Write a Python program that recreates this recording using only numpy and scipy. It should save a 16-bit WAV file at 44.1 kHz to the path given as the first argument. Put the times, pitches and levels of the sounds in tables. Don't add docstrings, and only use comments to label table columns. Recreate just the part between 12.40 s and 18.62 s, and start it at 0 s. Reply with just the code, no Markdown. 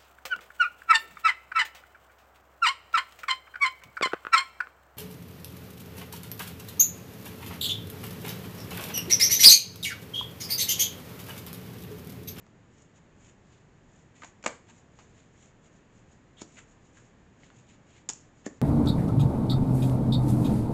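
import sys
import numpy as np
from scipy import signal
from scipy.fft import rfft, irfft
from scipy.io import wavfile

SR = 44100
rng = np.random.default_rng(int(sys.argv[2]) if len(sys.argv) > 2 else 0)


def wav_record(signal):
    frames = np.transpose(np.atleast_2d(signal))
    bounded = np.clip(frames, -1, 1)
    quanta = np.round(bounded * 32767).astype(np.int16)
    wavfile.write(sys.argv[1], SR, quanta)


N = 274125
T = np.arange(N) / SR

# (relative, per Hz)
BACKGROUND_SPECTRUM = [(12, -33), (20, -3), (118, 1.5), (266, -7.5), (351, -10), (735, -18), (864, -18.5),
                       (1440, -23), (1770, -21), (1940, -24), (2440, -27.5), (3220, -32.5), (5000, -44.5),
                       (6500, -73.5), (11000, -120)]
# start_s, energy_db (relative),
# edge_db (sharp edge against flex), chatter_ms (time to fade to about a third), pitch_hz (bent part),
# tone_db (bent part against flex)
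CARD_SNAPS = [(.0655, -31.5, -8, 2.5, 800, 7), (1.8205, -18.5, -15, 8, 1200, 7),
              (1.8345, -16.5, -27, 3.3, 1700, -6), (1.8461, -21, -2, 3, 820, 1),
              (2.027, -29, -3, 3.3, 1800, -3), (2.0398, -16, -9, 4.4, 1400, 0),
              (2.045, -15.5, -7, 6.3, 506, 1), (2.0615, -1.5, -10, 1.6, 1080, 3),
              (2.063, 0, -16, 2.0, 480, -2), (2.0633, -7, -14, 1.4, 8000, 8),
              (2.0647, -5, -14, 1.3, 2100, 3), (2.078, -18.5, 6, 2.5, 1410, 2),
              (2.29, -29, -11, 20, 890, 0), (2.589, -24, -11, 16, 950, -5), (4.013, -25, 3, 6, 4900, -1),
              (4.0175, -18.5, 0, 6, 4800, -3), (4.171, -26, -21, 12, 2200, 3),
              (4.571, -29, -7, 17, 1340, 10), (5.0337, -29.5, -21, 2.6, 1700, 2),
              (5.102, -29.5, -24, 2, 1350, 22), (5.6893, -9.5, 7, 3.3, 6000, 5),
              (5.6918, -9, 6, 3.7, 3100, 3), (5.699, -11.5, 10, 3.8, 850, -3),
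              (5.7338, -23, 12, 2, 6400, 15), (6.0614, -18.5, 4, 7.8, 2300, -2)]
# pitch_hz, width_hz, level_db
CARD_RESONANCES = [(514, 200, 7), (800, 300, 8.5), (1130, 280, 5.5), (1610, 200, 3), (2070, 220, -4.5),
                   (2250, 210, -12), (2550, 130, -13.5), (3420, 340, -20), (4208.6, 620, -21),
                   (5490, 600, -16)]
# fastest_s, length_s, level_db (before the stroke is trimmed and shaped),
# hiss_db (against rasp, before the hiss is trimmed)
CARD_SLIDES = [(0.399, 0.2, -66.5, 8), (.57, 0.055, -63.5, 3.5), (0.863, .21, -61.5, 4),
               (1.142, 0.24, -67.5, -0.5), (1.579, .28, -70.5, 8), (1.774, 0.063, -59, 1),
               (1.85, .17, -58, 4.5), (2.299, 0.072, -57, 0), (2.369, .18, -66, 6), (2.62, .22, -65, 4),
               (2.79, .26, -66, 2), (3.03, 0.23, -63, 5), (3.259, 0.084, -64.5, 3.5),
               (4.004, 0.076, -55, 4), (4.19, .06, -49.5, -2), (4.168, 0.25, -61.5, 7),
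               (4.577, 0.14, -62, 4.5), (5.049, .17, -64, 0), (5.182, 0.21, -66, 3.5),
               (5.318, .13, -61, -1), (5.495, .09, -65, 1), (5.57, 0.16, -61, -2.5), (6.06, 0.037, -52, -1)]
# start_s, energy_db (before the low cut), ring_share (of the free ring), contact_ms
TABLE_TAPS = [(2.0626, -10.5, .35, 1.4), (4.018, -13.5, 0.082, 0.78), (6.0647, -4.5, 0.73, 0.45)]
# pitch_hz, level_db, t60_s (time to fall by 60 dB)
TABLE_RESONANCES = [(222, -15.5, 0.17), (267, 0, 0.087), (296, -5, 0.15), (383, -5.5, 0.12),
                    (482, 2.5, 0.03), (585, -6, 0.014), (750, -13, 0.031), (1110, -10, 0.039),
                    (1786, 2.5, 0.025)]
# start_s, end_s
GRIP_SHIFTS = [(3.33, 3.9), (4.22, 4.73), (5.76, 6.2)]
# delay_s, level_db
NEAR_ECHOES = [(.0031, -15.5), (.0098, -12), (0.0144, -14.5)]
# pitch_hz, gain_db
MIC_COLOUR = [(60, -5.5), (200, 1.5), (4800, 2.5), (6000, 4.5), (6500, 9), (6850, 13), (7300, 9.5),
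              (7700, 2.5), (8400, -6), (9000, -18.5)]

THUMP_DB, THUMP_DB_PER_DB = -5.5, 0.2
RISE_SHARE = 0.55
RASP_HZ, RASP_AT_DB, RASP_OCTAVES_PER_DB = 2690, -66, -0.04
STROKE_TRIM_DB = -4.5
FIDGET_GAP_S, FIDGET_LENGTH_S = 0.17, 0.14
FIDGET_DB, FIDGET_SCATTER_DB, FIDGET_HISS_DB = -70, 0.5, 6.5
MIC_TOP_HZ = 8900


def amp(db):
    return 10 ** (np.asarray(db) / 20)


def unit(x):
    return x / np.sqrt(np.sum(x ** 2))


def level(x, db):
    return x * amp(db) / np.sqrt(np.mean(x ** 2))


def add(out, start_s, x):
    i = int(start_s * SR)
    out[i:i + len(x)] += x[:max(N - i, 0)]


def band(x, hz, width_hz):
    return signal.lfilter(*signal.iirpeak(hz, hz / width_hz, fs=SR), x)


def colour(x, points, size=2048):
    hz, db = np.transpose(points)
    bins_hz = np.fft.rfftfreq(size, 1 / SR)
    gain = amp(np.interp(np.log(bins_hz + 1), np.log(hz), db))
    cepstrum = irfft(np.log(gain))[:size // 2]
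    folded = np.r_[cepstrum[0], 2 * cepstrum[1:]]
    response = irfft(np.exp(rfft(folded, size)))
    return signal.fftconvolve(x, response)[:len(x)]


def crackle(count, spread_db):
    boost = np.minimum(rng.exponential(size=count), 2 * np.pi)
    return rng.standard_normal(count) * amp(spread_db * boost)


def walk(count, rate):
    t = np.arange(count) / SR * rate
    points = int(t[-1]) + 2
    return np.interp(t, np.arange(points), rng.standard_normal(points))


def floor(background_db=-57, hiss_db=-77):
    background = colour(rng.standard_normal(N), BACKGROUND_SPECTRUM) * amp(0.2 * walk(N, rate=3.8))
    return level(background, background_db) + level(rng.standard_normal(N), hiss_db)


def snaps(click_db=-5, flex_top_hz=4600, thump_hz=300, edge_hz=6500, tone_share=0.36, size=4096):
    out, t = np.zeros(N), T[:size]
    soft = signal.butter(4, flex_top_hz, fs=SR, output="sos")
    for start_s, db, edge_db, chatter_ms, hz, tone_db in CARD_SNAPS:
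        push = unit(crackle(size, spread_db=2.5) * np.exp(-t * 1000 / chatter_ms))
        push[0] += amp(click_db)

        flex = sum(amp(mode_db) * band(push, mode_hz, width_hz)
                   for mode_hz, width_hz, mode_db in CARD_RESONANCES)
        flex = signal.sosfilt(soft, flex)
        tone = band(band(push, hz, hz * tone_share), hz, hz)
        thump = band(band(push, thump_hz, width_hz=210), thump_hz, width_hz=205)
        edge = band(band(push, edge_hz, width_hz=3800), edge_hz, width_hz=5200)

        thump_db = THUMP_DB + THUMP_DB_PER_DB * db
        parts = unit(flex) + amp(tone_db) * unit(tone)
        parts += amp(thump_db) * unit(thump) + amp(edge_db) * unit(edge)
        add(out, start_s, amp(db) * unit(parts))
    return out


def stroke(length_s, db, hiss_db, hiss_hz=6500, rasp_share=0.97, brush_db=-4):
    count = int(length_s * SR)
    speed = np.interp(np.linspace(0, 1, count), [0, RISE_SHARE, 1], [0, 1, 0])
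    rasp_hz = RASP_HZ * 2 ** (RASP_OCTAVES_PER_DB * (db - RASP_AT_DB))
    slips = crackle(count, spread_db=2.5) * amp(2.6 * walk(count, rate=180))

    rasp = band(band(slips, rasp_hz, rasp_hz * rasp_share), rasp_hz, 2 * rasp_hz)
    hiss = band(slips, hiss_hz, width_hz=3000)
    brush = band(slips, hz=700, width_hz=710)
    mix = level(rasp, 0) + level(hiss, hiss_db + STROKE_TRIM_DB) + level(brush, brush_db)
    return level(mix, db + STROKE_TRIM_DB) * speed ** 1.09


def slides():
    out = np.zeros(N)
    for fastest_s, length_s, db, hiss_db in CARD_SLIDES:
        add(out, fastest_s - RISE_SHARE * length_s, stroke(length_s, db, hiss_db))
    return out


def taps(lowest_hz=170, size=16384):
    out, t = np.zeros(N), T[:size]
    for start_s, db, ring_share, contact_ms in TABLE_TAPS:
        ringing = np.zeros(size)
        for hz, mode_db, t60_s in TABLE_RESONANCES:
            fade = np.exp(-np.log(1000) * t / (t60_s * ring_share))
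            ringing += amp(mode_db) * fade * np.sin(2 * np.pi * hz * t)
        push = np.sin(np.pi * np.minimum(t * 1000 / contact_ms, 1))
        add(out, start_s, amp(db) * unit(signal.fftconvolve(ringing, push)[:size]))
    return signal.sosfilt(signal.butter(2, lowest_hz, "high", fs=SR, output="sos"), out)


def fidgets():
    out = np.zeros(N)
    for start_s, end_s in GRIP_SHIFTS:
        for s in np.arange(start_s, end_s - FIDGET_LENGTH_S / 2, FIDGET_GAP_S):
            late_s = rng.uniform(-0.5, 0.5) * FIDGET_GAP_S / 2
            db = rng.normal(FIDGET_DB, FIDGET_SCATTER_DB)
            add(out, s + late_s, stroke(FIDGET_LENGTH_S, db, FIDGET_HISS_DB))
    return out


def squeak(start_s=3.966, end_s=4.014, db=-63.5, hz=3300, width_hz=420):
    out, count = np.zeros(N), int((end_s - start_s) * SR)
    tone = band(band(rng.standard_normal(count), hz, width_hz), hz, 2 * width_hz)
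    add(out, start_s, level(tone * np.sqrt(np.hanning(count)), db))
    return out


def near(x):
    out = x.copy()
    for delay_s, db in NEAR_ECHOES:
        add(out, delay_s, amp(db) * x)
    return out


def room(x, t60_low_s=0.3, t60_high_s=0.32, build_s=0.0048, size=22050):
    t, noise = T[:size], rng.standard_normal(size)
    low = signal.sosfilt(signal.butter(2, 3000, fs=SR, output="sos"), noise)
    high = noise - low
    tail = low * np.exp(-np.log(1000) * t / t60_low_s) + high * np.exp(-np.log(1000) * t / t60_high_s)
    tail = colour(tail, [(200, -1.5), (500, 1.0), (1100, -1.0), (1900, -1.5), (4000, -2.5), (7000, -2.0)])
    build = np.minimum(t / build_s, 1)
    return signal.fftconvolve(x, unit(tail * build))[:N]


def scene(snap_db=-4.0, wet_db=-10.0, count=4):
    background = floor()
    direct = amp(snap_db) * snaps()
    scattered = sum(room(snaps()) for _ in range(count)) / np.sqrt(count)
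    handling = slides() + taps() + fidgets() + squeak()
    diffuse = amp(snap_db) * scattered + room(handling)
    return (near(direct + handling) + amp(wet_db) * diffuse + background)[None]


def record(dry):
    cut = signal.ellip(10, 0.2, 80, MIC_TOP_HZ, fs=SR, output="sos")
    return signal.sosfilt(cut, colour(dry[0], MIC_COLOUR))[None]


dry = scene()
out = record(dry)
wav_record(out)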